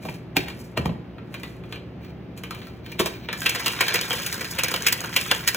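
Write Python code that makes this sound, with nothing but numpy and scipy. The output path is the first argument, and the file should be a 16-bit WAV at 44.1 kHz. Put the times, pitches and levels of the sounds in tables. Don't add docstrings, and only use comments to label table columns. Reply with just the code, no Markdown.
import sys
import numpy as np
from scipy import signal
from scipy.fft import rfft, irfft, next_fast_len
from scipy.io import wavfile
from scipy.ndimage import uniform_filter1d

SR = 44100
rng = np.random.default_rng(int(sys.argv[2]) if len(sys.argv) > 2 else 0)


def dump(signal):
    limited = np.clip(np.atleast_2d(signal).T, -1, 1)
    pcm = np.round(limited * 32767).astype(np.int16)
    wavfile.write(sys.argv[1], SR, pcm)


N = 245530

# start_s, strength_db, hollow_db, tick_db, spot_hz, chatter_s, rebound_s
BALL_KNOCKS = [(3.4179, -21, -37, -29, 1600, 0.0065, 0.002),
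               (3.461, -7.5, -28.5, -20, 2700, 0.0063, 0.0039),
               (3.494, -19.5, -37, -17.5, 2350, 0.0061, 0.0025),
               (3.5488, -16, -26.5, -25, 2000, 0.0075, 0.009), (3.661, -11, -24.5, -17, 2880, .012, 0.02),
               (3.7645, -26, -32, -42, 2278, .006, 0.00099), (3.8078, -7, -18, -16, 2400, 0.01, 0.0037),
               (3.882, -14, -35, -21.5, 1780, 0.0095, 0.00017),
               (3.9409, -14, -25, -17.5, 1950, 0.0088, .0065), (3.957, -13, -42, -21, 2370, 0.0074, 0.001),
               (3.982, -18, -49, -44, 2410, 0.0025, 0), (4.012, -20.5, -36, -18.5, 3080, 0.0055, 0),
               (4.1074, -12, -24, -27, 3156, .004, .01), (4.1307, -17, -29, -21.5, 1830, 0.0058, 0),
               (4.1835, -23.5, -55, -36, 2300, 0.0031, 0), (4.2639, -20, -48, -20, 2340, 0.0022, 0.0029),
               (4.3269, -21.5, -38, -21, 1573, 0.0075, 0.016), (4.4101, -21, -33, -26.5, 1774, 0.0074, 0),
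               (4.4451, -23, -39, -29, 1720, 0.0035, 0.007),
               (4.5874, -12.5, -28, -20.5, 2550, 0.0079, 0.006),
               (4.6352, -14.5, -24.5, -17, 2350, 0.0068, 0.0096),
               (4.6835, -17, -34, -21.5, 1700, 0.0052, 0), (4.7152, -20, -28.5, -22.5, 1640, 0.0049, 0),
               (4.7407, -12, -22, -20, 3000, 0.0052, .021), (4.8675, -7.5, -27, -10, 2660, 0.0056, 0.0033),
               (4.883, -13.5, -53, -17.5, 2656, .005, 0.0031), (4.9254, -15, -35, -12.5, 1980, .005, 0.003),
               (5.0134, -30, -32, -32, 1816, 0.0043, 0.003), (5.0404, -22, -29, -31, 1590, 0.0059, 0),
               (5.1632, -5, -26, -13.5, 2647, 0.011, 0.0034), (5.2128, -23, -54, -22, 2187, 0.0051, 0),
               (5.3139, -3.5, -19.5, -14, 3280, 0.0026, 0), (5.3178, -8.5, -21, -20, 1716, .003, 0),
               (5.4764, -9, -30.5, -10.5, 1800, 0.0086, 0.01), (5.5466, -15.5, -28, -17.5, 1593, 0.0021, 0)]
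# pitch_hz, width_hz, level_db
CUP_RESONANCES = [(486, 18, 8), (1150, 79, -7.5), (1790, 300, -2), (2360, 60, -2.5), (2364, 160, 9),
                  (2710, 120, 4.5), (3090, 170, 7), (4120, 440, 8.5)]
# frequency_hz, level_db
TICK_SPECTRUM = [(3000, -16.5), (4700, 10), (6000, 6), (7200, 5.5), (8200, 5), (10500, 3), (13000, 1.5),
                 (15200, 8), (16000, -3)]

LEAD_S = 0.02
SHAKE_START_S = 3.28


def gain_of(db):
    return 10 ** (np.asarray(db) / 20)


def evened(x):
    return x / np.sqrt(np.mean(x ** 2) + 1e-20)


def read(points, hz):
    f, value = np.transpose(points)
    return np.interp(np.log(hz + 1), np.log(f + 1), value)


def level(rows):
    seconds, db = np.transpose(rows)
    return gain_of(np.interp(np.arange(N) / SR, seconds, db))


def add(mix, s, sound):
    part = mix[max(round(s * SR), 0):][:len(sound)]
    part += sound[:len(part)]


def band(x, lo_hz, hi_hz, order=3):
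    return signal.sosfilt(signal.butter(order, [lo_hz, hi_hz], "band", fs=SR, output="sos"), x)


def colour(x, spectrum, size=4096):
    hz = abs(np.fft.fftfreq(size, 1 / SR))
    log_gain = np.log(gain_of(read(spectrum, hz)))
    response = np.exp(np.conj(signal.hilbert(log_gain)))
    taps = np.fft.ifft(response).real[:size // 2]
    return signal.fftconvolve(x, taps)[:len(x)]


def ring(x, modes):
    size = next_fast_len(len(x) + SR // 10)
    f = np.fft.rfftfreq(size, 1 / SR)
    body = 1 + sum(gain_of(db) / (1 + 2j * (f - hz) / width) for hz, width, db in modes)
    return irfft(rfft(x, size) * body, size)[:len(x)]


def varied(modes, detune):
    chance = rng.standard_normal((len(modes), 2))
    return [(hz * (1 + detune * shift), width, db + 3 * boost)
            for (hz, width, db), (shift, boost) in zip(modes, chance)]


def crackle(count, per_s, spread_db):
    size = gain_of(spread_db * np.minimum(rng.exponential(1, count), 4))
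    sign = rng.choice([-1, 1], count)
    return size * sign * (rng.random(count) < per_s / SR)


def lumps(per_s, depth_db):
    at = np.cumsum(rng.uniform(.3, 1.7, 1000)) / per_s
    wander = np.interp(np.arange(N) / SR, at, rng.standard_normal(len(at)))
    return evened(gain_of(depth_db * wander))


def peaked(x, db, size=128):
    return gain_of(db) * x / np.sqrt(uniform_filter1d(x ** 2, size).max() + 1e-20)


def strike(modes, wall_db, hollow_db, tick_db, chatter_s, first_db, scrape_s, scrape_db, after_db, after_s):
    t = np.arange(SR // 5) / SR - LEAD_S
    contacts = evened(crackle(len(t), per_s=2300, spread_db=1.24))
    contacts[round(LEAD_S * SR)] = gain_of(first_db)

    scrape = gain_of(scrape_db) * np.exp(-abs(t) / scrape_s)
    blow = np.where(t < 0, scrape, np.exp(-abs(t) / chatter_s))
    aftermath = gain_of(after_db) * np.clip(t / 0.017, 0, 1) * np.exp(-abs(t) / after_s)
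    body = ring(contacts * (blow + aftermath), modes)
    wall = peaked(band(body, 1440, 3770), wall_db)
    hollow = peaked(band(body, 288, 1380), hollow_db)

    sharp = np.where(t < 0, .5 * scrape, np.exp(-abs(t) / (0.76 * chatter_s)))
    tick = peaked(colour(contacts * (sharp + 0.14 * aftermath), TICK_SPECTRUM), tick_db)
    return wall + hollow + tick


def thud(db, hz, decay_s, stiffening=0.0):
    t = np.arange(SR // 4) / SR
    shudder = evened(band(rng.standard_normal(len(t)), hz * 0.54, hz * 1.53))
    turns = np.cumsum(hz * (1 + stiffening * np.exp(-t / 0.0054))) / SR
    onset = np.clip(t / 0.00094, 0, 1)
    push = (np.sin(2 * np.pi * turns) + 0.61 * shudder) * onset
    return peaked(push * np.exp(-t / decay_s), db, size=400)


def fridge():
    # frequency_hz, level_db
    room_tone = [(25, -27.5), (39, -17.5), (62, 1), (100, -2.5), (160, 1.5), (250, -2), (400, -8),
                 (630, -14), (1000, -23), (2500, -29), (5000, -42.5), (8000, -60), (16000, -50.5)]
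    # pitch_hz, level_db
    hum_tones = [(118.4, -44.5), (177.6, -47.5), (312.2, -54.5), (366.1, -51)]
    t = np.arange(N) / SR
    air, left, right = (evened(colour(rng.standard_normal(N), room_tone)) for _ in range(3))
    apart = band(np.array([left, right]), 630, 12970, order=1)
    hum = np.zeros(N)
    for hz, db in hum_tones:
        waver = np.interp(t, np.linspace(0, t[-1], 40), rng.standard_normal(40))
        hum += gain_of(db) * np.sqrt(2) * np.sin(2 * np.pi * hz * t + 0.51 * waver)
    return gain_of(-40.5) * (air + apart) + gain_of(-1.5) * hum


def rub():
    # middle_s, length_s, rub_db, hiss_db
    rubs = [(0.092, 0.14, -45.5, -50.5), (0.585, 0.22, -59, -53.5), (1.424, 0.19, -48.5, -53),
            (1.688, 0.17, -59, -66), (2.065, 0.078, -48.5, -63.5), (2.38, 0.037, -60, -62),
            (2.62, 0.29, -48.5, -59), (2.896, 0.12, -47, -65), (3.124, 0.24, -43.5, -66)]
    # frequency_hz, level_db
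    skin_spectrum = [(400, -5), (1000, 2.5), (2500, 6), (4000, 0.5), (6000, -0.5), (10000, -78),
                     (15000, 5.5)]
    t = np.arange(N) / SR
    slips = crackle(N, per_s=790, spread_db=2.0) * lumps(per_s=79, depth_db=6.5)
    body = evened(ring(colour(slips, skin_spectrum), CUP_RESONANCES))
    hiss = evened(colour(slips, TICK_SPECTRUM))
    out = np.zeros(N)
    for s, length_s, rub_db, hiss_db in rubs:
        stroke = np.exp(-(2 * (t - s) / length_s) ** 2)
        out += stroke * (gain_of(rub_db) * body + gain_of(hiss_db) * hiss)
    return out


def lid():
    # start_s, wall_db, hollow_db, tick_db, chatter_s
    snaps = [(0.0511, -31.5, -31, -39, 0.0092), (0.0873, -23, -32.5, -44, 0.0035),
             (0.3643, -29, -23.5, -31, 0.006), (0.3676, -5.5, -21.5, -14, 0.0024),
             (0.484, -23, -41, -32, 0.0024), (0.7715, -28, -40, -38, 0.0055),
             (0.776, -14, -19.5, -25.5, 0.0013), (0.8575, -20, -24, -29.5, 0.0021),
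             (0.8929, -33, -37, -60, 0.0032), (2.9935, -14.5, -37, -22, 0.0023),
             (2.997, -14, -23.5, -15.5, 0.011), (3.0585, -18.5, -28, -19.5, 0.012)]
    # pitch_hz, width_hz, level_db
    lid_resonances = [(680, 40, 4), (820, 63, 22), (1000, 46, 8), (1143, 110, 6.5), (1590, 60, 2),
                      (1906, 52, 8.5), (2265, 33, 13), (2370, 120, 14), (2670, 97, 13), (3150, 150, 5),
                      (3760, 150, 8), (4180, 112, 9.5)]
    lift_s = 1.5
    grip_keeps = 0.083
    out = np.zeros(N)
    for s, wall_db, hollow_db, tick_db, chatter_s in snaps:
        keeps = grip_keeps if s > lift_s else 1
        modes = [(hz, width, keeps * db) for hz, width, db in lid_resonances]
        snap = strike(modes, wall_db - 7.5, hollow_db - 0.5, tick_db - 6.0, chatter_s, first_db=14,
                      scrape_s=0.004, scrape_db=-9, after_db=-26, after_s=0.024)
        add(out, s - LEAD_S, snap)
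    return out


def bumps():
    # start_s, thud_db, thud_hz, pop_db, pop_hz
    pushes = [(0.056, -30.5, 162, -42, 347), (0.091, -28, 143, -58, 350), (0.3718, -19.5, 166, -23, 282),
              (0.78, -22.5, 127, -26, 337), (0.796, -20.5, 126, -44, 320), (0.859, -16, 163, -31, 290),
              (0.895, -22.5, 149, -31, 326), (2.999, -23.5, 190, -17.5, 339), (3.059, -42, 140, -36, 543)]
    # start_s, level_db
    counter_booms = [(0.373, -38), (0.784, -25), (0.86, -23), (0.9, -38.5)]
    out = np.zeros(N)
    for s, thud_db, thud_hz, pop_db, pop_hz in pushes:
        add(out, s, thud(thud_db, thud_hz, decay_s=0.0084, stiffening=0.21))
        add(out, s, thud(pop_db, pop_hz, decay_s=0.0057, stiffening=0.1))
    for s, db in counter_booms:
        add(out, s, thud(db, hz=78, decay_s=0.018))
    return band(out, 52, 3000, order=2)


def fingers():
    # start_s, strength_db, tick_db, spot_hz
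    taps = [(0.5007, -28.5, -46, 2420), (1.183, -36.5, -67, 1315), (1.342, -25, -40.5, 2490),
            (1.4332, -24, -40, 1980), (1.6373, -36, -63, 2360), (1.725, -23.5, -43, 2570),
            (1.758, -32, -51, 2380), (2.4364, -25, -38, 2220), (2.5088, -23.5, -35.5, 1286),
            (2.5481, -29.5, -43, 2400), (2.617, -32.5, -57, 2050), (2.67, -37, -48.5, 1330),
            (2.8625, -31.5, -47, 2300), (2.9182, -36, -40.5, 2350), (3.2875, -17, -46, 2290),
            (3.329, -19.5, -29.5, 1730)]
    out = np.zeros(N)
    for s, db, tick_db, spot_hz in taps:
        modes = varied(CUP_RESONANCES, detune=0.024)
        tap = strike(modes, db - 8.5, db - 15, tick_db, chatter_s=0.0028, first_db=14.5,
                     scrape_s=0.0021, scrape_db=-16, after_db=-9, after_s=0.026)
        add(out, s - LEAD_S, tap)
        give_db = db - 11.0 - 20 * np.log10(spot_hz / 1700)
        add(out, s, thud(give_db, spot_hz, decay_s=0.0068))
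    return out


def bubbles(per_s, spread_db, cycles, rise, count=40):
    out = np.zeros(N)
    pitches = np.geomspace(400, 3600, count)
    for hz in pitches:
        age = np.arange(int(4 * cycles / hz * SR)) * hz / (cycles * SR)
        pop = np.exp(-age) * np.sin(2 * np.pi * cycles * age * (1 + rise * age))
        births = crackle(N, per_s * hz / pitches.sum(), spread_db)
        out += signal.oaconvolve(births, pop)[:N] * hz ** 0.74
    return evened(out)


def slosh():
    # time_s, level_db of the churning liquid
    vigour = [(3.36, -39.5), (3.5, -34), (3.9, -32.5), (4.08, -33.5), (4.18, -34.5), (4.38, -36.5),
              (4.8, -37.5), (5.05, -38), (5.38, -35), (5.45, -42), (5.57, -34)]
    # frequency_hz, level_db
    liquid_spectrum = [(150, -25), (350, -8.5), (900, -7.5), (1600, 4.5), (2600, -2), (3600, -7),
                       (4700, -2), (6000, 1), (12000, -34)]
    surge_db, surge_delay_s, surge_width_s = -41.5, 0.1, 0.055
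    spray_db, spray_follow = -6, 0.97
    t = np.arange(N) / SR

    splashes = evened(ring(colour(crackle(N, per_s=300, spread_db=1.5), liquid_spectrum), CUP_RESONANCES))
    splashes = splashes * lumps(per_s=25, depth_db=3.0)
    froth = gain_of(-1.5) * bubbles(per_s=380, spread_db=0.5, cycles=10.8, rise=0.0231)
    liquid = evened((splashes + froth) * lumps(per_s=65, depth_db=3.0))
    spray = evened(colour(crackle(N, per_s=860, spread_db=1.0), TICK_SPECTRUM))
    spray = spray * lumps(per_s=66, depth_db=4.0)

    surges = np.zeros(N)
    for s, db, *_ in BALL_KNOCKS:
        surges += gain_of(db + surge_db) * np.exp(-((t - s - surge_delay_s) / surge_width_s) ** 2)
    churn = np.hypot(level(vigour), surges)
    mist = gain_of(spray_db) * churn.max() * (churn / churn.max()) ** spray_follow
    shaken = np.clip((t - SHAKE_START_S) / 0.17, 0, 1)
    return shaken * (gain_of(-1.5) * churn * liquid + mist * spray)


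def drops():
    # start_s, level_db
    flung_drops = [(3.378, -37), (3.389, -38), (3.398, -38), (3.406, -27), (3.725, -31), (4.066, -50),
                   (4.118, -38), (4.138, -40), (4.2357, -30), (4.316, -31), (4.367, -36), (4.4793, -39),
                   (4.6358, -14), (4.7108, -28), (4.823, -23), (5.006, -24), (5.059, -32), (5.2643, -32),
                   (5.349, -26), (5.5632, -29)]
    out = np.zeros(N)
    t = np.arange(SR // 40) / SR
    for s, db in flung_drops:
        spatter = evened(colour(rng.standard_normal(len(t)), TICK_SPECTRUM))
        pitch_hz = 6800 * rng.uniform(.92, 1.08)
        tick = np.sin(2 * np.pi * pitch_hz * t) + 0.8 * spatter
        add(out, s, peaked(tick * np.exp(-t / 0.0009), db))
    return out


def knock(db, hollow_db, tick_db, spot_hz, chatter_s, splash_db):
    modes = varied(CUP_RESONANCES, detune=0.011) + [(spot_hz, 280, 13)]
    return strike(modes, db - 8.0, hollow_db, tick_db - 3.5, chatter_s, first_db=15.5,
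                  scrape_s=0.0039, scrape_db=-8.0, after_db=splash_db, after_s=0.044)


def rattle():
    usual_db, splash_usual_db = -10, -11.5
    splash_lag = 0.14
    drying_db_per_s, slap_rise_hz_per_s = 2.5, 60
    rebound_db = -2.5
    out = np.zeros(N)
    for s, db, hollow_db, tick_db, spot_hz, chatter_s, rebound_s in BALL_KNOCKS:
        shaken_s = s - SHAKE_START_S
        splash_db = splash_usual_db - splash_lag * (db - usual_db) - drying_db_per_s * shaken_s
        add(out, s - LEAD_S, knock(db, hollow_db - 1.5, tick_db, spot_hz, chatter_s, splash_db))
        slap = thud(hollow_db - 10, 442 + slap_rise_hz_per_s * shaken_s, decay_s=0.0075)
        add(out, s + 0.002026, slap)
        if rebound_s > 0:
            rebound = knock(db + rebound_db, db - 29.5, tick_db + rebound_db, spot_hz,
                            chatter_s=0.0035, splash_db=splash_db)
            add(out, s + rebound_s - LEAD_S, rebound)
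    return out


def grazes(count=44):
    per_s = 17
    first_s = BALL_KNOCKS[0][0]
    out = np.zeros(N)
    for k, (when, force, spot) in enumerate(rng.random((count, 3))):
        db = -34.5 - 3.5 * (2 * force - 1)
        graze = knock(db, db - 5, db - 1, 1500 * 2 ** spot, chatter_s=0.0038, splash_db=-10)
        add(out, first_s + (k + when) / per_s - LEAD_S, graze)
    return out


def kitchen(x, spread_db, early_db):
    # frequency_hz, t60_s
    reverb_times = [(150, .36), (500, .4), (1400, .46), (3600, .42), (9000, .36), (15000, .3)]
    taps = np.array([crackle(SR // 2, per_s=2700, spread_db=-0.5) for _ in range(2)])
    hz, t, z = signal.stft(taps, SR, nperseg=256)
    fade = gain_of(-60 * t / read(reverb_times, hz)[:, None])
    early = 1 + gain_of(early_db) * np.exp(-t / 0.0093)
    onset = np.clip(t / 0.0027, 0, 1)
    tails = signal.istft(z * fade * early * onset, SR, nperseg=256)[1]
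    mid, side = (signal.fftconvolve(x, tail / np.linalg.norm(tail))[:N] for tail in tails)
    side = gain_of(spread_db) * band(side, 660, 2130, order=1)
    return np.array([mid + side, mid - side])


def scene():
    held = lid() + fingers() + rub()
    low = bumps()
    shaken = rattle() + grazes() + slosh() + drops()
    held_room = gain_of(-3.5) * kitchen(held, spread_db=0.0, early_db=8.5)
    low_room = gain_of(-4.0) * kitchen(low, spread_db=1.5, early_db=-36.0)
    shaken_room = gain_of(-7.5) * kitchen(shaken, spread_db=3.0, early_db=15.5)
    return held + low + shaken + held_room + low_room + shaken_room + fridge()


def record(dry):
    # frequency_hz, phase_rad
    port_phase = [(0, 0), (1600, -.2), (3300, .6), (4750, 3.14), (6400, 5.9), (7400, 6.6), (8950, 9.42),
                  (10500, 12.2), (11600, 12.8), (13150, 15.7), (15000, 18.6), (17000, 18.9)]
    ceiling = 0.8
    size = next_fast_len(N + SR // 10)
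    lead = np.interp(np.fft.rfftfreq(size, 1 / SR), *np.transpose(port_phase))
    turn = np.exp(.5j * np.array([lead, -lead]))
    pair = irfft(rfft(dry, size) * turn, size)[:, :N]
    pair = pair / (1 + (pair / ceiling) ** 6) ** (1 / 6)
    pair = signal.sosfilt(signal.butter(3, 40, "high", fs=SR, output="sos"), pair)
    treble_limit = signal.firwin(511, 15850, window=("kaiser", 9), fs=SR)
    return signal.oaconvolve(pair, treble_limit[None], "same")


dry = scene()
out = record(dry)
dump(out)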